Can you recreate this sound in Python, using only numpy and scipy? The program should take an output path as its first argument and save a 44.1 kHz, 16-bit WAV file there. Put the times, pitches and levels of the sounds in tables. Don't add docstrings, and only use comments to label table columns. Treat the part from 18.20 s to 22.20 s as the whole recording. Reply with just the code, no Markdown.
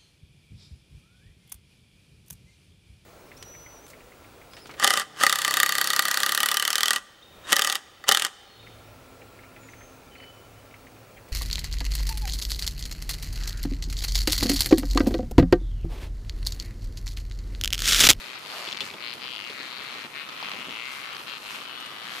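import sys
import numpy as np
from scipy import signal
from scipy.fft import rfft, irfft, next_fast_len
from scipy.io import wavfile
from scipy.ndimage import map_coordinates

SR = 44100
rng = np.random.default_rng(int(sys.argv[2]) if len(sys.argv) > 2 else 0)


def dump(signal):
    limited = np.clip(np.atleast_2d(signal).T, -1, 1)
    pcm = np.round(limited * 32767).astype(np.int16)
    wavfile.write(sys.argv[1], SR, pcm)


N = 176400

# time_s, relative_db
RUMBLE_DB = [(0.0, -52.5), (0.23, -53.5), (0.49, -54.5), (0.72, -52), (1.34, -52.5), (1.69, -52.5),
             (1.95, -53), (2.17, -54.5), (2.41, -50), (2.61, -53), (2.82, -53), (2.95, -52), (3.6, -53),
             (4.0, -51.5)]
GRIT_DB = [(0.0, -51), (0.01, -42), (0.27, -42.5), (0.33, -38.5), (0.7, -44), (1.46, -43), (1.77, -38),
           (1.89, -46), (2.24, -37), (2.7, -41.5), (2.99, -39), (3.03, -43), (3.12, -40.5), (3.2, -44),
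           (3.31, -41), (4.0, -40.5)]
# time_s, relative_db
SWISH_DB = [(0, -55), (.08, -53), (.17, -60.5), (.36, -50.5), (.5, -49.5), (.58, -58.5), (.66, -47.5),
            (.76, -61.5), (1.25, -57.5), (1.45, -55), (1.56, -59.5), (1.8, -56.5), (1.92, -60.5),
            (2.2, -64.5), (2.37, -57.5), (2.6, -59), (2.75, -51.5), (2.9, -60), (3.0, -58), (3.2, -57.5),
            (3.33, -49.5), (3.52, -65), (3.65, -59.5), (3.78, -60.5), (3.94, -51), (4, -50)]
FIZZ_DB = [(0.0, -56.5), (0.15, -63.5), (0.38, -52.5), (0.56, -66), (0.66, -60), (0.76, -62), (2.57, -60),
           (2.62, -65), (2.74, -54.5), (2.92, -63), (2.99, -55.5), (3.14, -62), (3.33, -53.5),
           (3.46, -60.5), (3.83, -60.5), (4.0, -53)]
# freq_hz, gain_db
RUMBLE_EQ = [(20, -10), (42, -9), (75, -8), (115, -1), (165, 1), (280, 2), (480, 0.5), (750, 0), (1200, 0),
             (3000, -59)]
GRIT_EQ = [(60, -26), (200, -6), (650, -6), (950, -0.5), (1270, 5), (1600, -1), (2800, -1), (4200, -4),
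           (6000, -13), (15000, -50)]
SCUFF_EQ = [(80, -41), (400, -4), (700, 4), (1100, -4), (2500, -7), (8000, -35)]
SWISH_EQ = [(200, -38), (1000, 14), (3000, 9.5), (5000, 9), (7500, 5.5), (9000, -2), (14500, -9.5)]
FIZZ_EQ = [(5000, -23), (8500, 11.5), (10500, 11.5), (14000, 10), (15000, -14)]
CHASSIS_EQ = [(30, -28), (80, -5), (150, -1.5), (1000, -1), (3000, 6), (6000, -10)]

# start_s, relative_db
GRIT_SNAPS = [(.188, -45), (0.65, -42), (.671, -45), (.935, -41), (0.95, -45), (1.634, -46), (2.294, -44),
              (2.929, -47), (3.603, -43), (3.661, -43.5)]
# start_s, level_db, t60_s, centre_hz
CHASSIS_BUMPS = [(0.476, -34, 0.055, 232), (0.526, -42, 0.14, 260), (0.613, -35, 0.12, 245),
                 (0.656, -39, 0.069, 215), (0.71, -42.5, 0.11, 190), (.74, -33, 0.072, 330),
                 (0.943, -45.5, 0.38, 210.4), (1.03, -42.5, 0.13, 188), (1.298, -33.5, 0.064, 320.2),
                 (1.395, -44, 0.26, 307), (1.75, -40.5, 0.098, 350.5), (1.845, -36, 0.09, 212),
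                 (2.335, -40, 0.19, 400), (2.385, -38.5, 0.11, 267), (2.468, -39, 0.24, 252.2)]
# start_s, relative_db, t60_s, centre_hz, crack_db
JOINT_CLACKS = [(0.475, -28, 0.02, 3180, -34), (0.486, -28, 0.019, 3150, -35),
                (.521, -31, 0.0092, 3400, -22), (0.5276, -22.5, 0.013, 3260, -26),
                (0.572, -27.5, 0.023, 3340, -22), (0.6062, -24, 0.087, 3245, -16.5),
                (0.738, -34.5, 0.045, 3160, -44), (1.299, -32.5, 0.039, 3330, -42)]
# ratio_to_centre, gain_db
JOINT_MODES = [(.99, -5), (1.071, 5.5)]
# time_s, low_hz, low_peak_db, high_hz, high_peak_db
SINGLE_TICKS = [(.704, 2400, -30, 4050, -26.5), (.785, 2330, -31, 3900, -42),
                (2.2282, 944, -25, 4407, -23.5)]
# low_width_hz, high_width_hz
SINGLE_WIDTHS_HZ = (390, 1000)

# time_s, ticks_per_s
TICK_RATE_HZ = [(0, 113), (.17, 134), (.22, 82), (.34, 123), (.45, 115), (.52, 85), (.65, 110), (.72, 62),
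                (.82, 121), (.88, 121), (1.12, 131), (1.19, 91), (1.3, 139), (1.5, 122), (1.66, 138),
                (1.84, 102), (2.0, 153), (2.15, 111), (2.34, 102), (2.42, 132), (2.56, 110), (2.75, 145),
                (2.92, 106), (2.99, 76), (3.1, 137), (3.2, 94.4), (3.35, 117), (3.6, 123), (3.73, 103),
                (4, 132)]
# time_s, relative_db
CHATTER_DB = [(0, -48.5), (.18, -47), (.205, -53.5), (.27, -47.5), (.36, -46), (.5, -40.5), (.59, -41),
              (.66, -42), (.71, -45), (.785, -50), (.81, -40.5), (.865, -39.5), (.935, -42), (.95, -53),
              (.995, -54), (1.025, -40.5), (1.1, -41), (1.16, -37.5), (1.29, -39.5), (1.33, -44.5),
              (1.41, -42), (1.47, -48), (1.57, -45.5), (1.8, -44), (1.855, -43), (1.88, -58), (1.92, -50.5),
              (1.96, -40.5), (2.01, -41), (2.06, -48.5), (2.13, -49), (2.23, -43), (2.26, -38.5),
              (2.35, -44), (2.42, -40.5), (2.475, -44), (2.52, -39), (2.665, -37.5), (2.74, -42.5),
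              (2.83, -42), (2.95, -43.5), (3.01, -47), (3.05, -61), (3.08, -41.5), (3.11, -42), (3.17, -46),
              (3.2, -54), (3.26, -46), (3.36, -46), (3.42, -48.5), (3.5, -44), (3.64, -44.5), (3.71, -47),
              (3.82, -44.5), (4, -43)]
# time_s, db_re_ticks
STRAY_SLIP_DB = [(0, -4), (.35, -12), (.6, -18), (1.22, -19), (1.4, -8), (2.3, -8), (2.55, -17),
                 (2.68, -16), (2.8, -9), (3.35, -5), (4, -12)]
# time_s, centre_hz
MAIN_RING_HZ = [(0, 2280), (.45, 2560), (.75, 2300), (1.05, 2600), (1.12, 2900), (1.28, 2500), (1.38, 2180),
                (1.95, 2320), (2.5, 2780), (2.66, 2450), (2.85, 2300), (2.95, 2550), (3.1, 2480),
                (3.45, 2950), (4, 3150)]
HIGH_RING_HZ = [(0, 3920), (.5, 4260), (.88, 4100), (1.22, 4430), (1.45, 3830), (3.55, 3908), (4, 4462)]
# time_s, width_hz
MAIN_WIDTH_HZ = [(.8, 800), (1.08, 1100), (1.27, 680), (2.47, 850), (2.65, 740), (2.8, 900), (3.2, 850),
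                 (3.5, 580), (4, 680)]
# time_s, db_re_main
LOW_RING_DB = [(0, -9.5), (.9, -17), (1.3, -17), (1.6, -6), (1.9, -10.5), (2.1, -6.5), (2.64, -14),
               (2.92, -3.5), (3.3, -11), (3.62, -4), (4, -11.5)]
MID_RING_DB = [(3.1, -30), (3.33, -4), (3.48, -9), (3.77, -2.5)]
HIGH_RING_DB = [(0, 0), (.15, -2.5), (.27, 3.5), (.55, -5), (.78, -5), (.87, -1), (.94, 0.5), (1.1, -7),
                (1.24, -10), (1.5, 4), (1.65, 0), (1.92, -6.5), (2.17, -3.5), (2.42, -12.5), (2.62, -8.5),
                (2.9, -5), (3.13, -0.5), (3.5, -5.5), (4, -7)]


def amp(db):
    return 10 ** (np.asarray(db) / 20)


def ears(left_db, right_db):
    return amp([[left_db], [right_db]])


def unit(x):
    return x / np.sqrt(np.mean(x ** 2) + 1e-20)


def curve(rows):
    return np.interp(np.arange(N) / SR, *np.transpose(rows))


def flicker(depth_db, rate_hz):
    knots = rng.standard_normal(2000)
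    return amp(depth_db * map_coordinates(knots, [np.arange(N) * rate_hz / SR], mode="wrap"))


def filtered(x, response):
    size = next_fast_len(x.shape[-1] + 8192)
    return irfft(rfft(x, size) * response(np.fft.rfftfreq(size, 1 / SR)), size)[..., :x.shape[-1]]


def equalised(x, eq):
    freq_hz, gain_db = np.transpose(eq)
    return filtered(x, lambda hz: amp(np.interp(np.log(hz + 1), np.log(freq_hz), gain_db)))


def stereo_noise(side_db, size=N):
    mid, side = rng.standard_normal((2, size))
    return unit(mid + amp(side_db) * np.array([side, -side]))


def add(out, start_s, x):
    part = out[..., max(0, round(start_s * SR)):][..., :x.shape[-1]]
    part += x[..., :part.shape[-1]]


def burst(centre_hz, t60_s, width_oct, rise_s, side_db, skirt_db):
    def band(hz):
        bell = np.exp(-(np.log2((hz + 1) / centre_hz) / width_oct) ** 2 / 2)
        return bell + amp(skirt_db) / (1 + (hz / (2 * centre_hz)) ** 2)

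    t = np.arange(SR // 3) / SR
    envelope = amp(-60 * t / t60_s) * (1 - np.exp(-t / rise_s))
    noise = stereo_noise(side_db, len(t)) * envelope
    return unit(filtered(noise, band)) * np.sqrt(np.mean(envelope ** 2))


def packet(t, hz, width_hz):
    return np.exp(-(np.pi * width_hz * t) ** 2 / np.log(4)) * np.cos(2 * np.pi * hz * t)


def tyres():
    rumble = stereo_noise(side_db=-9.5) * flicker(depth_db=0.71, rate_hz=45)
    rumble = unit(equalised(rumble, RUMBLE_EQ)) * amp(curve(RUMBLE_DB) + 1.5)
    grit = stereo_noise(side_db=-0.5) * flicker(depth_db=3.9, rate_hz=400)
    grit = unit(equalised(grit, GRIT_EQ)) * amp(curve(GRIT_DB) - 2)
    scuff_peak_s, scuff_half_s, scuff_db = 0.38, 0.11, -43
    swell = np.exp(-((np.arange(N) / SR - scuff_peak_s) / scuff_half_s) ** 2)
    scuff = unit(equalised(stereo_noise(side_db=-13), SCUFF_EQ)) * swell * amp(scuff_db)
    return rumble * ears(-0.8, 0.8) + grit + scuff


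def fabric():
    swish = stereo_noise(side_db=-4.5) * flicker(depth_db=2.06, rate_hz=490)
    swish = unit(equalised(swish, SWISH_EQ)) * amp(curve(SWISH_DB) + 6.5)
    fizz = stereo_noise(side_db=-1.5) * flicker(depth_db=0.74, rate_hz=460)
    fizz = unit(equalised(fizz, FIZZ_EQ)) * amp(curve(FIZZ_DB) + 2.5)
    return swish * ears(-0.5, 0.5) + fizz * ears(-1.3, 1.3)


def grit_snaps():
    out = np.zeros((2, N))
    for start_s, level_db in GRIT_SNAPS:
        snap = burst(centre_hz=7000, t60_s=0.038, width_oct=0.97, rise_s=0.00034,
                     side_db=-2, skirt_db=-21)
        add(out, start_s, amp(level_db) * snap)
    return out * ears(-2.5, 2.5)


def chassis_bumps():
    out = np.zeros((2, N))
    for start_s, level_db, t60_s, centre_hz in CHASSIS_BUMPS:
        thump = burst(centre_hz, t60_s, width_oct=1, rise_s=0.0031, side_db=-14, skirt_db=-16)
        add(out, start_s, amp(level_db) * thump)
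    return equalised(out, CHASSIS_EQ)


def joint_clacks():
    crack_hz, crack_rise_s = 4200, 0.00013
    out, t = np.zeros((2, N)), np.arange(SR // 3) / SR
    crack = t / crack_rise_s * np.exp(1 - t / crack_rise_s) * np.sin(2 * np.pi * crack_hz * t)
    for start_s, level_db, t60_s, centre_hz, crack_db in JOINT_CLACKS:
        ring = sum(amp(gain_db - 60 * t / t60_s) * np.sin(2 * np.pi * centre_hz * ratio * t)
                   for ratio, gain_db in JOINT_MODES)
        rattle = burst(centre_hz, t60_s, width_oct=0.3, rise_s=0.0001, side_db=-3.5, skirt_db=-15)
        add(out, start_s, amp(level_db - 9) * ring + amp(level_db - 1.5) * rattle + amp(crack_db) * crack)
    return out * ears(1.5, -1.5)


def single_ticks():
    low_width_hz, high_width_hz = SINGLE_WIDTHS_HZ
    out, t = np.zeros(N), np.arange(N) / SR
    for time_s, low_hz, low_db, high_hz, high_db in SINGLE_TICKS:
        out += amp(low_db) * packet(t - time_s, low_hz, low_width_hz)
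        out += amp(high_db) * packet(t - time_s, high_hz, high_width_hz)
    return out * ears(2, -2)


def reflections(x, t60_s=0.052):
    out, t = np.zeros((2, N)), np.arange(SR // 8) / SR
    centres, spacing = np.linspace(0, N, num=24, retstep=True)
    for centre in centres:
        tail = rng.standard_normal((2, len(t))) * amp(-60 * t / t60_s)
        tail /= np.linalg.norm(tail[0])
        fade = np.sqrt(np.clip(1 - abs(np.arange(N) - centre) / spacing, 0, 1))
        live = np.flatnonzero(fade)
        add(out, live[0] / SR, signal.fftconvolve((x * fade)[None, live], tail, axes=1))
    return out


def wheel_slips(jitter_cycles=0.075, spread_db=1.3, stray_jitter_cycles=0.3, stray_spread_db=5):
    phase_cycles = np.cumsum(curve(TICK_RATE_HZ)) / SR
    cycles = np.arange(int(phase_cycles[-1]))
    late, size, stray_late, stray_size = rng.standard_normal((2000, 4))[cycles].T
    slip_cycles = np.r_[cycles + jitter_cycles * late, cycles + 0.5 + stray_jitter_cycles * stray_late]
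    at = np.interp(slip_cycles, phase_cycles, np.arange(N)).astype(int)
    tick_db = spread_db * np.clip(size, -2, 1)
    stray_db = curve(STRAY_SLIP_DB)[at[len(cycles):]] + stray_spread_db * np.clip(stray_size, -2, 1)
    return at, amp(np.r_[tick_db, stray_db])


def wheel_resonance(at, gains, centre_hz, width_hz, pitch_spread=0.045):
    lags = np.arange(-SR // 200, SR // 200)
    centre_hz, width_hz = (np.broadcast_to(v, N)[at, None] for v in (centre_hz, width_hz))
    pitch_hz = centre_hz * np.exp(pitch_spread * rng.standard_normal((4000, 1))[:len(at)])
    ticks = gains[:, None] * np.sqrt(width_hz) * packet(lags / SR, pitch_hz, width_hz)
    samples = abs(at[:, None] + lags)
    return unit(np.bincount(samples.ravel(), ticks.ravel(), N)[:N])


def wheel_chatter(lag_s_per_hz=2e-7):
    at, gains = wheel_slips()
    ring = wheel_resonance(at, gains, curve(MAIN_RING_HZ), curve(MAIN_WIDTH_HZ))
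    ring += amp(curve(LOW_RING_DB)) * wheel_resonance(at, gains, centre_hz=1240, width_hz=340)
    ring += amp(curve(MID_RING_DB)) * wheel_resonance(at, gains, centre_hz=1979, width_hz=560)
    ring += amp(curve(HIGH_RING_DB)) * wheel_resonance(at, gains, curve(HIGH_RING_HZ), width_hz=1080)
    chirped = filtered(ring, lambda hz: np.exp(-1j * np.pi * lag_s_per_hz * hz ** 2))
    return chirped * amp(curve(CHATTER_DB))


def scene():
    chatter = wheel_chatter()
    wheel = chatter * ears(3.5, -13) + reflections(chatter) * ears(-4.5, -7)
    return wheel + tyres() + fabric() + chassis_bumps() + joint_clacks() + grit_snaps() + single_ticks()


def record(dry):
    low_cut_hz, top_hz = 62, 15000
    return filtered(dry, lambda hz: (hz < top_hz) * hz / np.hypot(hz, low_cut_hz))


dry = scene()
out = record(dry)
dump(out)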